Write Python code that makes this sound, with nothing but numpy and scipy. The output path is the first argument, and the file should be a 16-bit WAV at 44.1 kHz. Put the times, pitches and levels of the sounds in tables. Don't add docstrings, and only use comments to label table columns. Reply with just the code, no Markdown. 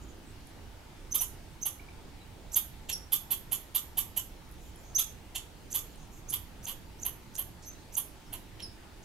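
import sys
import numpy as np
from scipy import signal
from scipy.fft import rfft, irfft, next_fast_len
from scipy.io import wavfile
from scipy.ndimage import uniform_filter1d

SR = 44100
rng = np.random.default_rng(int(sys.argv[2]) if len(sys.argv) > 2 else 0)


def persist_wave(psi):
    counts = np.round(np.clip(psi, -1, 1) * 32767).astype(np.int16)
    wavfile.write(sys.argv[1], SR, np.atleast_2d(counts).T)


def invert_db(level):
    return 10 ** (np.asarray(level, dtype=float) / 20)


N = 398663


def scold(animal):
    # onset in seconds, length in seconds, top pulse rate in Hz, mouth and throat level in dB.
    calls = [ (1.146, 0.0431, 1170, -23, -37), (1.207, .046, 982, -26, -42),
             (1.657, 0.0381, 1092, -25, -39.5), (2.56, 0.0402, 1160, -20, -34.5),
             (2.893, 0.02845, 997.5, -33, -34), (3.123, 0.0484, 1149.5, -22.5, -34.5),
             (3.309, 0.0438, 1034.5, -24, -36), (3.519, 0.0466, 1060, -25.5, -37.5),
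             (3.749, 0.0487, 1130, -24.5, -36), (3.974, 0.0468, 1089, -24.5, -36.5),
             (4.167, 0.0388, 969, -27, -37.5), (4.984, 0.0484, 1252.5, -23.5, -34),
             (5.353, 0.0342, 991, -34, -35), (5.742, 0.0621, 1138, -27.5, -39),
             (6.327, .048, 1109, -29, -38.5), (6.668, .066, 1059, -35, -40.5),
             (7.052, 0.0495, 998, -30.5, -43.5), (7.381, 0.0497, 1049.5, -30, -44),
             (7.969, 0.0442, 1069, -24, -42), (8.328, 0.039, 964.5, -35.5, -44),
             (8.598, 0.02275, 885, -57, -43)]
    nose_levels = [-40, -42, -43, -44, -38, -41, -43.5, -41.5, -41, -42, -39.5, -36.5, -39.5, -42, -46,
                   -49.5, -54.5, -53, -46, -53, -61]
    roughness = [.2, .3, .3, .25, .25, .45, .5, .5, .5, .5, .5, .15, .35, .55, .55, .6, .5, .35, .25, .45,
                 .6]
    # time the lips take to part in seconds, slow after a whistle, quick in the run.
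    parting_times = [.016, .03, .018, 0.0135, .012, .012, .01, 0.016, 0.0121, 0.0157, .012, 0.0211, 0.024,
                     0.0174, 0.013, 0.032, 0.019, .018, 0.0286, .016, .014]
    for call, nose_db, rough, parting_s in zip(calls, nose_levels, roughness, parting_times):
        add(animal, *chuck(chuck_rows(*call, nose_db), rough, parting_s))


def chuck_rows(s, length, hz, mouth_db, throat_db, nose_db):
    # share of the top pulse rate, then mouth, throat and nose level in dB.
    chuck_shape = [
        (.63, -46.5, -27, -15.5),
        (.70, -8, -6.5, -10.5),
        (.93, -0.5, -1, 1),
        (1.01, -14, -10.5, -7),
        (1.02, -20, -31.5, -2),
    ]
    lead_s, peak_at, hold_at = 0.008, 0.27, 0.6
    shares = [-lead_s / length, 0, peak_at, hold_at, 1]
    usual_s, sustain_db_per_s = 0.0537, 604
    lift_db = sustain_db_per_s * (length - usual_s)
    rows = []
    for share, (rate, mouth, throat, nose) in zip(shares, chuck_shape):
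        mouth_now_db = mouth_db + mouth + lift_db * max(share - peak_at, 0)
        rows.append((s + share * length, hz * rate, mouth_now_db, throat_db + throat, nose_db + nose))
    return rows


def chuck(rows, rough, parting_s):
    # centre in Hz, width in Hz, level in dB.
    throat_modes = [(1900, 800, -25), (3200, 800, 0), (4700, 1100, -13)]
    nose_modes = [(5600, 1190, -3), (6600, 1096, 5), (7422, 2090, 1.5)]
    mouth_modes = [(12340, 1720, 3.5), (15030, 2700, -22), (9656, 1470, -12)]
    start, t, (hz, mouth_db, throat_db, nose_db) = columns(rows)
    jitter, breath, slam = rng.standard_normal((len(t), 3)).T
    peak_s, end_s = rows[2][0], rows[-1][0]
    late = np.clip((t + start - peak_s) / (end_s - peak_s), 0, 1)
    arch = 1 + 0.081 * np.sin(np.pi * late ** 0.7)
    hz = uniform_filter1d(hz, 200) * arch * (1 - 0.2 * np.exp(-t / 0.005))
    rough = np.clip(rough + 0.374 * late, 0, 0.95)

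    turns = np.cumsum(hz * (1 + 0.33 * rough * uniform_filter1d(jitter, 40))) / SR
    pulses = evened(sum(np.cos(2 * np.pi * k * turns) * (k * hz < 17000) for k in range(1, 30)))
    puffs = evened((0.16 + np.exp(-(turns % 1) / 0.408)) * breath)
    uneven = invert_db(2.89 * rough * evened(uniform_filter1d(slam, 70)))
    harsh = uneven * (np.sqrt(1 - rough) * pulses + np.sqrt(rough) * puffs)
    throat_drive = uneven * (pulses + 2.57 * rough * puffs)

    shut = np.exp(-(t / parting_s) ** 2)
    opening = [(11400 - 2300 * shut, 1400, -3)]
    opening += [(f, width, db - 9 * shut) for f, width, db in mouth_modes]
    larynx = (hz.max() / 1200) ** 0.451
    lifted = [(f * larynx, width, db) for f, width, db in throat_modes]
    voice = invert_db(mouth_db) * tract(harsh, opening) + invert_db(nose_db - 1) * tract(harsh, nose_modes)
    voice += invert_db(throat_db) * tract(throat_drive, lifted)
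    thump = np.sin(2 * np.pi * turns) + 0.425 * tract(puffs, [(825, 1836, 0)])
    chest = invert_db(0.3138 * mouth_db - 41.0) * uneven * thump
    return start, (invert_db(0.5) * voice + chest) * signal.windows.tukey(len(t), 0.2)


def steady_whistles(animal):
    # start in seconds, length in seconds, pitch in Hz, tone level and octave level in dB.
    level = [
        (1.107, 0.0268, 6204, -29.5, -49),
        (1.609, .032, 6231, -31, -50),
        (6.278, 0.0184, 6394, -40, -61),
        (6.976, 0.021, 5920, -62.5, -83.5),
    ]
    held = [
        (1.185, 0.01964, 5990, -33.5, -52.5),
        (4.947, 0.0282, 6223, -23.5, -40),
        (7.652, 0.0499, 6237, -45, -52),
    ]
    peeps = [
        (2.924, .021, 5726, -33.5, -38.5),
        (8.252, .038, 5495, -65.5, -77),
        (8.621, 0.0298, 5398, -41.5, -52.5),
    ]
    # share of the length, share of the pitch, then tone, octave and air level in dB.
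    level_shape = [(0, .83, -38, -40, -45), (.15, .92, -22, -10, -35), (.42, 1.045, -14, -5, -29),
                   (.64, 1., -2, -2, -29), (.85, .995, 0, 0, -30), (1, .88, -24, -10, -32)]
    hold_shape = [(0, .87, -24, -20, -36), (.16, .94, -13, -6, -30), (.4, .995, -3, -1, -28),
                  (.62, 1.005, 0, 0, -28), (.86, 1., -1, -4, -27), (1, .96, -16, -20, -26)]
    peep_shape = [(0, 0.78, -9, -16, -24.5), (.2, 0.982, -5.5, 3.5, -27.5), (.42, 1., 0, -1.5, -24),
                  (.72, .96, 0.5, 0, -28.5), (1, .87, -9.5, -12.5, -25.5)]
    for shape, calls in [(level_shape, level), (hold_shape, held), (peep_shape, peeps)]:
        for s, length, hz, tone_db, octave_db in calls:
            rows = [(s + share * length, hz * pitch, tone_db + tone, octave_db + octave, tone_db + hiss)
                    for share, pitch, tone, octave, hiss in shape]
            add(animal, *whistle(rows))


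def leaping_whistles(animal):
    # start in seconds, length in seconds, crack pitch in Hz, landing level and air level in dB.
    leaps = [(2.514, 0.0374, 7800, -27.5, -44), (5.698, 0.0365, 7680, -32.5, -46),
             (6.285, 0.0305, 7240, -55.5, -42.5), (6.624, 0.0364, 7250, -35.5, -51.5),
             (6.990, .051, 7050, -32.5, -58.5), (7.334, 0.0361, 7450, -39, -53.5),
             (7.919, 0.041, 7920, -33, -50.5)]
    # share of the length, share of the landing pitch, share of the crack,
    # then tone, octave and air level in dB.
    leap_shape = [(0, .85, 0.073, -35, -41.5, -34.5), (.18, .97, 0, -19, -6.5, -14.5),
                  (.42, 1.02, .45, -33, -24.5, -1.5), (.66, 1., 1., -19, -39.5, 4),
                  (.77, 1., 0.724, -10.5, -29.5, -1), (.87, 1., 0.032, 2, 6, 2),
                  (1, 0.897, 0, -27.5, -26, -2)]
    land_hz, land_octave_db = 6237, -18
    for s, length, crack_hz, tone_db, air_db in leaps:
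        rows = [(s + share * length, land_hz * pitch + jump * (crack_hz - land_hz), tone_db + tone,
                 tone_db + land_octave_db + octave, air_db + hiss)
                for share, pitch, jump, tone, octave, hiss in leap_shape]
        add(animal, *whistle(rows))


def whistle(rows):
    start, t, (hz, tone_db, octave_db, air_db) = columns(rows)
    waver, breath = rng.standard_normal((len(t), 2)).T
    wavering_hz = uniform_filter1d(hz, 60) * (1 + 0.00875 * evened(uniform_filter1d(waver, 60)))
    phase = 2 * np.pi * np.cumsum(wavering_hz) / SR
    tone = np.sqrt(2) * (invert_db(tone_db) * np.sin(phase) + invert_db(octave_db) * np.sin(2 * phase))
    hiss = tract(breath, [(12400, 1530, 1.67), (10200, 1530, -1.6), (6900, 2700, 1.1)])
    return start, (tone + invert_db(air_db) * hiss) * signal.windows.tukey(len(t), 0.06)


def wheezes(animal):
    # start in seconds, length in seconds, level in dB, centre in Hz, width in Hz.
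    breaths = [(0.012, 0.036, -63.5, 6900, 1200), (0.076, 0.043, -63.5, 6680, 900),
               (0.246, 0.085, -68.5, 8100, 700), (4.575, 0.16, -68, 6900, 1500),
               (4.598, 0.13, -67.5, 12500, 2500), (4.76, 0.069, -67, 7140, 250),
               (4.78, 0.111, -70, 12400, 1200), (4.815, 0.133, -64, 6470, 900),
               (5.905, .035, -66.5, 7130, 200), (5.961, 0.094, -66, 6450, 900),
               (6.099, 0.119, -63.5, 6681, 1800), (6.091, 0.142, -67.5, 12200, 2200),
               (7.615, 0.0505, -57, 6180, 3000), (9.023, 0.023, -62, 6600, 1200),
               (1.792, 0.0128, -52.5, 2290, 90), (1.881, 0.014, -54, 2346, 91.3),
               (2.199, 0.045, -65, 3936, 200), (6.294, 0.01873, -38.5, 10000, 900),
               (8.598, 0.014, -55.5, 5600, 200), (1.119, 0.0102, -51, 9240, 196.9)]
    for s, length, db, hz, width in breaths:
        noise = rng.standard_normal(round(length * SR))
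        fade = signal.windows.tukey(len(noise), 0.6)
        add(animal, s, invert_db(db) * evened(resonate(noise, hz, width)) * fade)


def claw_ticks(animal):
    # start in seconds, peak level in dB, ring in Hz.
    ticks = [(0.4715, -50, 11200), (4.4902, -53.5, 12000), (4.5138, -48, 11100), (4.522, -50.5, 11200),
             (4.7596, -48, 10700), (5.9581, -51.5, 9500), (7.3536, -32, 6670)]
    t = np.arange(300) / SR
    for s, db, hz in ticks:
        ring = evened(resonate(rng.standard_normal(len(t)), hz, 4030))
        add(animal, s, invert_db(db - 60 * t / 0.0116) * ring)


def grove(x):
    # band in Hz, time to fall 60 dB in seconds.
    decay = [(1000, 0.474), (3000, 0.2765), (6000, 0.312), (12000, 0.282)]
    # delay in seconds, level in dB.
    echoes = [
        (.0009, -31),
        (.0023, -47.5),
        (.0046, -14),
        (0.0193, -2.5),
        (0.031, -9),
    ]
    # band in Hz, left-right level in dB, left lag in radians, reflected level in dB.
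    port_bands = [(400, -3, .1, -8), (1000, 1.5, .3, -9), (2400, -4.5, .8, -5), (4400, -3, .4, -5),
                  (6500, -5.5, .9, -6), (9300, -10.5, 1.6, -6), (11000, -10, 1, -9),
                  (12500, -6.5, 1.2, -10), (15500, -3, 1.6, -7)]
    taps = np.zeros((2, SR // 2))
    at = np.arange(300, SR // 2 - 20, 20) + rng.integers(0, 20, (2, (SR // 2 - 301) // 20))
    np.put_along_axis(taps, at, rng.choice([-1., 1.], at.shape), 1)
    taps[0] = 0.144 * taps[1] + 2.13 * taps[0]
    hz, t, z = signal.stft(taps, SR, nperseg=256)
    tail = signal.istft(z * invert_db(-60 * t / read(decay, hz)[:, None]), SR, nperseg=256)[1]
    tail /= np.linalg.norm(tail, axis=1, keepdims=True)
    for s, db in echoes:
        tail[[0, 1], round(s * SR) + rng.integers(-5, 6, 2)] += invert_db(db)

    size = next_fast_len(N + SR)
    hz = np.fft.rfftfreq(size, 1 / SR)
    lean_db, lag, wet_db = (read(np.take(port_bands, [0, k], 1), hz) for k in (1, 2, 3))
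    ports = np.array([invert_db(lean_db / 2) * np.exp(-1j * lag), invert_db(-lean_db / 2)])
    room = 1 + invert_db(wet_db) * rfft(tail, size)
    return irfft(rfft(x, size) * ports * room, size)[:, :N]


def leaves_and_wash():
    # band in Hz, level in dB per Hz.
    spectrum = [(12, -29), (20, -3), (101, -7), (163, -10.5), (328, -15.5), (590, -21), (873, -19.5),
                (1060, -24.5), (1570, -25.5), (3250, -28.5), (3950, -30), (16000, -41)]
    # band in Hz, likeness of left and right from 0 to 1.
    likeness = [(60, 0.886), (380, 0.537), (2380, 0.229), (15000, 0.29)]
    # band in Hz, left-right level in dB.
    lean_bands = [(60, -4.5), (240, -3), (950, 2.5), (3770, -1), (15000, 0.5)]
    frames, hz = N // 512 + 5, np.fft.rfftfreq(2048, 1 / SR)
    a, b, c, d, patches = rng.standard_normal((frames, 1025, 5)).T
    patches = evened(uniform_filter1d(uniform_filter1d(patches, 20, 0), 10, 1))
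    same = np.clip(read(likeness, hz), 0, 1)[:, None]
    left = a + 1j * b
    right = same * left + np.sqrt(1 - same ** 2) * (c + 1j * d)
    lean = read(lean_bands, hz)[:, None] / 2
    z = np.array([invert_db(lean) * left, invert_db(-lean) * right])
    z *= invert_db(read(spectrum, hz)[:, None] + 1.407 * patches)
    return invert_db(-50) * evened(signal.istft(z, nperseg=2048, noverlap=1536)[1][:, :N])


def far_motors():
    # centre in Hz, width in Hz, level in dB.
    rumble = [(29.44, 7.34, 4.5), (56.9, 10.36, 0.5), (89.43, 20.3, -5.5)]
    drone = [(250, 66, -6), (337.7, 118.5, 3.5)]
    # centre in Hz, width in Hz, level in dB.
    fan = (885, 44, -73)
    # time in seconds, rumble level and drone level in dB.
    swell = [(0.0, -36, -68), (0.05, -50.5, -51), (0.85, -48.5, -61.5), (9.04, -54.5, -58.5)]
    rumble_db, drone_db = (np.pad(curve, (0, SR), "edge")[:N] for curve in columns(swell)[2])
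    noise = rng.standard_normal(N)
    motors = invert_db(rumble_db - 4) * tract(noise, rumble) + invert_db(drone_db - 6) * tract(noise, drone)
    return motors * invert_db([[-1.6], [1.6]]) + invert_db(fan[2]) * tract(noise, [fan])


def tract(drive, modes):
    return evened(sum((-1) ** k * invert_db(db) * resonate(drive, f, w) for k, (f, w, db) in enumerate(modes)))


def resonate(x, hz, width):
    turn = np.exp(2j * np.pi * np.cumsum(hz * np.ones(len(x))) / SR)
    r = np.exp(-np.pi * width / SR)
    return 2 * (turn * signal.lfilter([(1 - r) ** 2], [1, -2 * r, r * r], x / turn)).real


def columns(rows):
    s, *values = np.transpose(rows)
    t = np.arange(s[0], s[-1], 1 / SR)
    return s[0], t - s[0], [np.interp(t, s, v) for v in values]


def read(points, hz):
    f, value = np.transpose(points)
    return np.interp(np.log(hz + 1), np.log(f + 1), value)


def evened(x):
    return x / np.sqrt(np.mean(x ** 2) + 1e-20)


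def add(mix, s, sound):
    part = mix[round(s * SR):][:len(sound)]
    part += sound[:len(part)]


def scene():
    animal = np.zeros(N)
    scold(animal)
    steady_whistles(animal)
    leaping_whistles(animal)
    wheezes(animal)
    claw_ticks(animal)
    return grove(animal) + leaves_and_wash() + far_motors()


def low_pass(x):
    return signal.sosfilt(signal.butter(12, 16340, fs=SR, output="sos"), x)


def record(dry):
    edge = signal.firwin(255, 15800, window=("kaiser", 9), fs=SR)
    mix = signal.oaconvolve(dry, edge[None], "same")
    return low_pass(mix)


dry = scene()
out = record(dry)
persist_wave(out)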